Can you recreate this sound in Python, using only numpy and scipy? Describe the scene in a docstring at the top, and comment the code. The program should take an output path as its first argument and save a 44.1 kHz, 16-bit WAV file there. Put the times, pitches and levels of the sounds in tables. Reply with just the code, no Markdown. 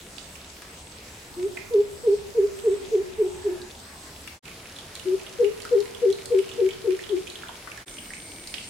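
"""Wet forest from three microphone spots, joined by short fades; far air murmurs and water drips on leaves.
At the first spot bush crickets chirp high up with their wings, and a coucal hoots eight low notes,
each thrown back by ground and trunks; faint animal calls begin in the distance.
From 4.4 s, under the trees, the drips fall thicker and the coucal hoots a second, louder run of eight.
From 7.9 s, at the last spot, one cricket chirps and another trills without a break."""
import sys
import numpy as np
from scipy import signal
from scipy.io import wavfile
from scipy.ndimage import uniform_filter1d

SR = 44100
rng = np.random.default_rng(int(sys.argv[2]) if len(sys.argv) > 2 else 0)


def store_wav(level_fs):
    """Save 16-bit WAV to argv[1]."""
    pcm = np.round(np.clip(np.atleast_2d(level_fs), -1, 1) * 32767)
    wavfile.write(sys.argv[1], SR, pcm.T.astype(np.int16))


N = 383229
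TIME = np.arange(N) / SR
SPOT_CHANGES_S = (4.41, 7.854)

# fades between the microphone spots: t/s, gain
SPOT_FADES = [(0, 1), (4.35, 1), (4.395, 0), (4.425, 0), (4.465, 1), (7.82, 1), (7.851, 0), (7.857, 0),
              (7.885, 1), (8.7, 1)]
# forest air at each spot: f/Hz, relative density/dB, side minus mid/dB
FIRST_AIR = [(25, -74.5, -14), (45, -78.5, -18), (75, -72, -32), (130, -75.5, -24), (250, -76.5, -19),
             (480, -79, -13.5), (910, -83, -2), (1240, -86.5, -1.8), (2000, -85.5, -1), (2980, -87.5, -3.5),
             (4300, -88, -1), (6500, -89.5, -3.5), (9600, -93.5, -5), (15400, -102.0, -25)]
SECOND_AIR = [(25, -81, -18.8), (45, -77.5, -21.1), (75.4, -73, -31), (132, -74, -25), (252, -77, -17),
              (460, -76.5, -17), (900, -83, 2), (1300, -83, -6), (2000, -83.5, -2), (3040, -85.5, -8),
              (4270, -86.5, 0), (6350, -90.5, -0.5), (9550, -91, -3.5), (13900, -100.8, -22)]
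THIRD_AIR = [(25, -76, -36.6), (45, -72, -36.9), (75, -74, -31.6), (130, -74.5, -26.9), (249, -74, -20),
             (503, -78.5, -14), (900, -84, -5.2), (1300, -88, -1), (1990, -86, -5), (3000, -90.5, 0),
             (4300, -86, -5), (6500, -89, 3), (9500, -94, -1), (15400, -100.7, -19)]
# animals far from the microphone: t/s, length/s, start f/Hz, end f/Hz, width/Hz, level/dB
DISTANT_CALLS = [(3.1, .6, 890, 850, 190, -53.5), (3.35, .4, 1740, 1660, 170, -56.5),
                 (3.8, .36, 1170, 1020, 60, -58), (5.7, .4, 980, 940, 150, -57),
                 (7.7, 1.3, 2210, 2210, 220, -54)]
# chirping crickets: start t/s, end t/s, period/s, chirp length/s, f/Hz, relative level/dB, wing strokes/Hz
CHIRPERS = [(.03, 4.41, .621, .335, 8135, -52.5, 153.6), (.28, 4.41, .742, .29, 7690, -56, 151.4),
            (7.86, 8.69, .57, .32, 7720, -56.5, 151.4)]
# unbroken trill at the last spot: t/s, f/Hz, relative level/dB
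TRILL_CONTOUR = [(7.886, 8590, -48.5), (7.97, 8820, -50), (8.29, 8700, -48.5), (8.462, 8740, -52),
                 (8.508, 9160, -48), (8.576, 8660, -54), (8.68, 8800, -47)]
# drops nearest the microphone:
# t/s, relative leaf level/dB, leaf f/Hz, nominal width/Hz, relative splash level/dB, left minus right/dB
NEAR_DROPS = [(.182, -40.5, 3340, 1440, -63, -8), (.354, -48, 2480, 470, -54, -10),
              (.6205, -45.5, 1500, 975, -46, 0), (1.571, -34, 2030, 400, -55, -8),
              (2.5895, -47, 2850, 830, -47, -6), (3.616, -45, 4260, 900, -52, -4),
              (4.275, -39, 1840, 1300, -44, 6), (4.481, -44.5, 1900, 760, -53, -7),
              (4.763, -44.5, 3640, 610, -51, -6), (4.953, -40.5, 4150, 740, -39.5, -5.5),
              (5.4455, -40.5, 2670, 405, -58, -3), (5.619, -46, 4600, 740, -44, -6),
              (5.651, -37.5, 1400, 280, -43, 0), (5.804, -43, 4170, 1200, -45, -6),
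              (6.126, -38.5, 3950, 420, -42.5, -3), (6.257, -46, 4700, 640, -37.5, -6.5),
              (6.387, -42, 2560, 610, -49, -6), (6.491, -42, 2750, 430, -46.5, -5),
              (6.707, -38.5, 3080, 410, -57, -4), (6.991, -40.5, 2020, 390, -49, -5),
              (7.271, -39.5, 2650, 530, -56, -5), (7.3, -41, 4030, 670, -44.5, -4),
              (7.355, -39, 3250, 730, -51, -4), (7.4335, -39, 1420, 290, -64, -4),
              (7.492, -40, 900, 210, -64, 0), (7.674, -38, 1440, 440, -56, 2),
              (7.775, -40.5, 1740, 270, -46, -6), (7.983, -40, 2950, 310, -57, 0),
              (8.1035, -40.5, 1840, 250, -54, -6), (8.135, -39.5, 2170, 560, -48, -4),
              (8.473, -41, 4740, 630, -41.5, -3), (8.54, -32, 2700, 1560, -50, -6),
              (8.582, -37.5, 2900, 696, -54, 3)]
# a typical drop from the higher leaves and its spread: the same columns without t/s
HIGH_DROP, HIGH_DROP_SPREAD = (-45, 2900, 523, -52, -11), (1.1, 450, 65, 3.1, 1.4)
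# the coucal's notes: t/s, length/s, f before the fall/Hz, f after the fall/Hz, relative level/dB
FIRST_HOOTS = [(1.364, .110, 360, 348, -23.5), (1.706, .112, 491, 373, -15.3),
               (2.034, .114, 493, 367, -14.7), (2.346, .114, 484, 359, -14.5), (2.635, .111, 475, 352, -15),
               (2.911, .110, 460, 344, -15.7), (3.178, .107, 448, 340, -16.4),
               (3.439, .105, 416, 332, -18.9)]
SECOND_HOOTS = [(5.051, .108, 378, 352, -19), (5.386, .116, 489, 380, -10.7),
                (5.709, .117, 494, 374, -10.6), (6.016, .115, 489, 361, -11.2),
                (6.303, .114, 484, 355, -11.3), (6.576, .112, 476, 349, -12), (6.84, .108, 464, 342, -12.6),
                (7.093, .105, 432, 335, -15)]
# note shape in each run: scoop/Hz, middle of the fall t/s, climb/(Hz/s), attack/s, fade/(dB/s)
FIRST_SHAPE = (55, .0417, 781, .030, 8.6)
SECOND_SHAPE = (81, .0376, 690, .0254, 49)
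# paths from bird to microphone, direct and off ground and trunks:
# left delay/s, right delay/s, left gain, right gain (negative = inverted)
FIRST_ECHOES = [(0, .00008, 1, 1.1), (.00081, .00229, .61, -.35), (.0072, .00722, .58, .77),
                (.01204, .01934, .18, .19), (.02175, .03032, .31, .1), (.04164, .03694, .12, .14)]
SECOND_ECHOES = [(.00006, 0, 1, .65), (.00215, .00346, .5, .49), (.00343, .01241, 1.04, .34),
                 (.01013, .01845, .41, .49), (.0185, .0244, .15, .33), (.03971, .03095, .2, .11)]


def from_db(db):
    """Decibels to gain."""
    return 10 ** (np.asarray(db) / 20)


def rms_one(x):
    """Scale to unit power."""
    return x / np.sqrt(np.mean(x ** 2) + 1e-20)


def band(x, low_hz, high_hz, order=2):
    """Butterworth band-pass."""
    edges = [min(low_hz, .4 * SR), min(high_hz, .47 * SR)]
    return signal.sosfilt(signal.butter(order, edges, "band", fs=SR, output="sos"), x + 1e-18)


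def resonate(x, hz, width_hz):
    """One resonance with gain 1 at its peak."""
    r = np.exp(-np.pi * width_hz / SR)
    feedback = [1, -2 * r * np.cos(2 * np.pi * hz / SR), r * r]
    return signal.lfilter(np.array([1, 0, -1]) * (1 - r * r) / 2, feedback, x + 1e-18)


def drift(per_s):
    """A slow random wander with spread near 1."""
    return np.interp(TIME * per_s, np.arange(4096), rng.standard_normal(4096))


def narrow_noise(hz, width_hz):
    """A narrow band of noise around a pitch that may move, partly alike in both channels; rms 1."""
    noise = rng.standard_normal((3, N))
    lowpass = signal.butter(2, width_hz / 2, fs=SR, output="sos")
    rasp = signal.sosfilt(lowpass, noise[:2] + 1j * noise[2])
    carrier = np.exp(2j * np.pi * np.cumsum(hz + np.zeros(N)) / SR)
    return rms_one(np.real(rasp * carrier))


def panned(x, pan_db):
    """Place a sound left (positive) or right of the microphone."""
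    return x * from_db(np.array([[1], [-1]]) * pan_db / 2)


def add(out, s, sound):
    """Mix a sound in at time s."""
    start = max(0, round(s * SR))
    out[..., start:start + sound.shape[-1]] += sound[..., :max(0, N - start)]


def forest_tail(x, t60, build_s):
    """Leaves and stems all around scatter a tail that builds and dies away, different in each channel."""
    t = TIME[:SR]
    tail = rng.standard_normal((2, SR)) * from_db(-60 * t / t60) * (1 - np.exp(-t / build_s)) ** 2
    return signal.fftconvolve(np.atleast_2d(x), rms_one(tail) / np.sqrt(SR), axes=1)[:, :N]


def air(spectrum, start, end, gain_db, waver_db):
    """Far murmur and leaf hiss at one spot, in half-octave bands that each waver a little."""
    span = (TIME >= start) & (TIME < end)
    edges_hz = 22 * 2 ** np.arange(0, 10, .5)
    white = rng.standard_normal((2, 2, span.sum())) * np.sqrt(SR / 2)
    stir = drift(8.2)[span]
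    points_hz, density_db, side_db = np.transpose(spectrum)
    out = np.zeros((2, N))
    for k, (low, high) in enumerate(zip(edges_hz, edges_hz[1:])):
        mid, side = band(white[k % 2], low, high)
        hz = np.sqrt(low * high)
        band_db = np.interp(np.log(hz), np.log(points_hz), density_db)
        wide_db = np.interp(np.log(hz), np.log(points_hz), side_db)
        rustle = 0.3 * stir * hz / (hz + 3000)  # leaves stir the treble as one
        gain = from_db(gain_db + band_db + waver_db * (rustle + 0.84 * drift(14)[span]))
        out[:, span] += gain * (mid + from_db(wide_db) * side * [[1], [-1]])
    return out


def drone(hz, width_hz, level_db):
    """A faint, unsteady low hum from far away."""
    hum = band(rng.standard_normal(N), hz - width_hz / 2, hz + width_hz / 2)
    return from_db(level_db) * rms_one(hum)


def low_stereo_noise(bird, level_db, smooth_s):
    """Faint low recording noise, opposite in the two channels, rises while the hoots sound."""
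    calling = uniform_filter1d((np.abs(bird[0]) > .012) * 1., int(smooth_s * SR))
    noise = rms_one(band(rng.standard_normal(N), 40, 350, order=1))
    return from_db(level_db) * calling * noise * [[1], [-1]]


def distant_animals():
    """Distance smears each call into a soft narrow band that swells and fades."""
    out = np.zeros((2, N))
    for s, length, start_hz, end_hz, width_hz, level_db in DISTANT_CALLS:
        progress = np.clip((TIME - s) / length, 0, 1)
        swell = np.sqrt(4 * progress * (1 - progress))
        hz = start_hz + (end_hz - start_hz) * progress
        out += from_db(level_db) * swell * narrow_noise(hz, width_hz)
    return out


def wings(hz, strokes_per_s, width_hz=180, stroke_share=0.26):
    """Each wing stroke drags a file over a scraper and sets the wing ringing briefly; rms 1."""
    cycle = np.cumsum(strokes_per_s * (1 + 0.0042 * drift(3.5))) / SR % 1
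    stroke = np.exp(-((cycle - .5) / stroke_share) ** 2)
    ring = narrow_noise(hz, width_hz)
    even_ring = ring / np.sqrt(uniform_filter1d(ring ** 2, SR // 50) + .05)  # strokes of like strength
    return rms_one(stroke * even_ring)


def crickets(chirp_gain_db, trill_gain_db, rise_s, stop_s):
    """High up, crickets repeat chirps that swell and stop short; at the last spot another trills."""
    chirps = np.zeros((2, N))
    for start, end, period_s, length, hz, level_db, strokes_per_s in CHIRPERS:
        t = (TIME - start) % period_s
        active = (TIME > start) & (TIME < end)
        envelope = (1 - np.exp(-t / rise_s)) * np.clip((length - t) / stop_s, 0, 1) * active
        chirps += from_db(level_db + chirp_gain_db) * envelope * wings(hz, strokes_per_s)
    s, hz, level_db = np.transpose(TRILL_CONTOUR)
    trill = narrow_noise(np.interp(TIME, s, hz), width_hz=550)
    trill *= from_db(np.interp(TIME, s, level_db) + trill_gain_db)
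    return chirps + trill * (TIME > SPOT_CHANGES_S[1])


def patter(per_s, level_db):
    """Small drops fall at random on leaves of many sizes, on both sides of the microphone."""
    leaves = np.zeros((2, N))
    for hz in np.geomspace(2200, 7500, 10):
        hits = np.flatnonzero(rng.random(N) < per_s / 10 / SR)
        size_db, pan_db = rng.uniform(-1, 1, (2, 400))[:, :len(hits)] * [[7], [8]]
        clicks = np.zeros((2, N))
        clicks[:, hits] = panned(from_db(size_db), pan_db)
        leaves += resonate(clicks, hz, 0.43 * hz) * (hz / 3000) ** -.9
    scattered = leaves + forest_tail(leaves, t60=0.014, build_s=0.00033)
    return from_db(level_db) * rms_one(band(scattered, 890, 8500))


def high_drops(per_s):
    """At the second spot, softer drops fall unevenly from the higher leaves; rows as in NEAR_DROPS."""
    slots = np.arange(*SPOT_CHANGES_S, 1 / per_s)
    chance = rng.uniform(-1, 1, (len(slots), 6))
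    times = slots + np.abs(chance[:, 0]) / per_s
    return np.column_stack([times, HIGH_DROP + np.sqrt(3) * chance[:, 1:] * HIGH_DROP_SPREAD])


def onset_rms_one(x):
    """Scale to unit power over the first 16 ms."""
    return x / np.sqrt(np.mean(x[:, :SR // 64] ** 2))


def drops(rows, leaf_gain_db, splash_gain_db, t60, tail_db, tail_t60):
    """A drop sets a damped leaf ringing and throws a short bright splash; the forest adds a tail."""
    out, t = np.zeros((2, N)), TIME[:SR // 8]
    for s, leaf_db, hz, width_hz, splash_db, pan_db in rows:
        noise = rng.standard_normal((3, len(t)))
        burst = (noise[:2] + noise[2]) * from_db(-60 * t / t60)
        ring = resonate(resonate(burst, hz, 1.7 * width_hz), hz, 1.7 * width_hz)
        impact = burst * from_db(-60 * t / 0.021)  # over before the leaf settles
        leaf = from_db(leaf_db + leaf_gain_db) * onset_rms_one(ring)
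        splash = from_db(splash_db + splash_gain_db) * onset_rms_one(band(impact, 4350, 9200))
        add(out, s, panned(leaf + splash, pan_db))
    return out + from_db(tail_db) * forest_tail(out, tail_t60, build_s=0.0017)


def hoot(length, high_hz, low_hz, shape, swell_db_per_s, overtone_db):
    """One note, nearly a sine: it scoops up to pitch, falls, then climbs back a little as it closes."""
    scoop_hz, fall_at_s, climb_hz_per_s, attack_s, fade_db_per_s = shape
    scoop_s, fall_s, release_s = .00525, .0134, .0157
    t = TIME[:int(length * SR)]
    scoop = scoop_hz * np.exp(-t / scoop_s)
    fall = (high_hz - low_hz) * (1 + np.tanh((t - fall_at_s) / fall_s)) / 2
    climb = climb_hz_per_s * np.maximum(t - fall_at_s, 0)
    phase = 2 * np.pi * np.cumsum(high_hz - scoop - fall + climb) / SR
    envelope = np.minimum(t / attack_s, 1) * np.minimum((length - t) / release_s, 1)
    envelope *= from_db((swell_db_per_s - fade_db_per_s) * t)
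    return envelope * (np.sin(phase) + from_db(overtone_db) * np.sin(2 * phase))


def coucal(hoots, shape, paths, gain_db, tail_db, tail_t60, overtone_db):
    """A run of hoots; at the microphone each glide beats against its echoes off ground and trunks."""
    voice = np.zeros(N)
    for k, (s, length, high_hz, low_hz, level_db) in enumerate(hoots):
        swell_db_per_s = 75 if k == 0 else 0  # the opening hoot starts softly and grows
        note = hoot(length, high_hz, low_hz, shape, swell_db_per_s, overtone_db)
        add(voice, s, from_db(gain_db + level_db) * note)
    at_mic = np.zeros((2, N))
    for left_s, right_s, left_gain, right_gain in paths:
        add(at_mic[0], left_s, left_gain * voice)
        add(at_mic[1], right_s, right_gain * voice)
    return at_mic + from_db(tail_db) * forest_tail(voice, tail_t60, build_s=0.033)


def scene():
    """Bird, drips, air and insects as they reach the microphone at the three spots."""
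    second_spot_s, third_spot_s = SPOT_CHANGES_S
    bird = coucal(FIRST_HOOTS, FIRST_SHAPE, FIRST_ECHOES,
                  gain_db=0.37, tail_db=-16.0, tail_t60=0.6, overtone_db=-37.0)
    bird += coucal(SECOND_HOOTS, SECOND_SHAPE, SECOND_ECHOES,
                   gain_db=0.2, tail_db=-20.0, tail_t60=0.9, overtone_db=-42)
    drips = drops([*NEAR_DROPS, *high_drops(per_s=6)],
                  leaf_gain_db=-1, splash_gain_db=-2.5, t60=0.034, tail_db=-1.5, tail_t60=0.52)
    drips += patter(per_s=30, level_db=-58.5) * (TIME < second_spot_s)
    drips += patter(per_s=80, level_db=-53.0) * (TIME > second_spot_s)
    bed = air(FIRST_AIR, 0, second_spot_s, gain_db=-0.43, waver_db=2.5)
    bed += air(SECOND_AIR, second_spot_s, third_spot_s, gain_db=-0.63, waver_db=1.1)
    bed += air(THIRD_AIR, third_spot_s, np.inf, gain_db=0.1, waver_db=2.8)
    bed += drone(hz=74.3, width_hz=14.5, level_db=-59) * (TIME < second_spot_s)
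    bed += low_stereo_noise(bird, level_db=-46.0, smooth_s=0.22)
    bed += distant_animals()
    insects = crickets(chirp_gain_db=-1.4, trill_gain_db=2.5, rise_s=0.028, stop_s=0.018)
    return bed + insects + drips + bird


def record(dry):
    """The microphone signal fades out and in between the spots; the top is cut at 15.9 kHz."""
    faded = dry * np.interp(TIME, *np.transpose(SPOT_FADES))
    return signal.sosfilt(signal.ellip(10, .1, 90, 15900, fs=SR, output="sos"), faded)


dry = scene()
out = record(dry)
store_wav(out)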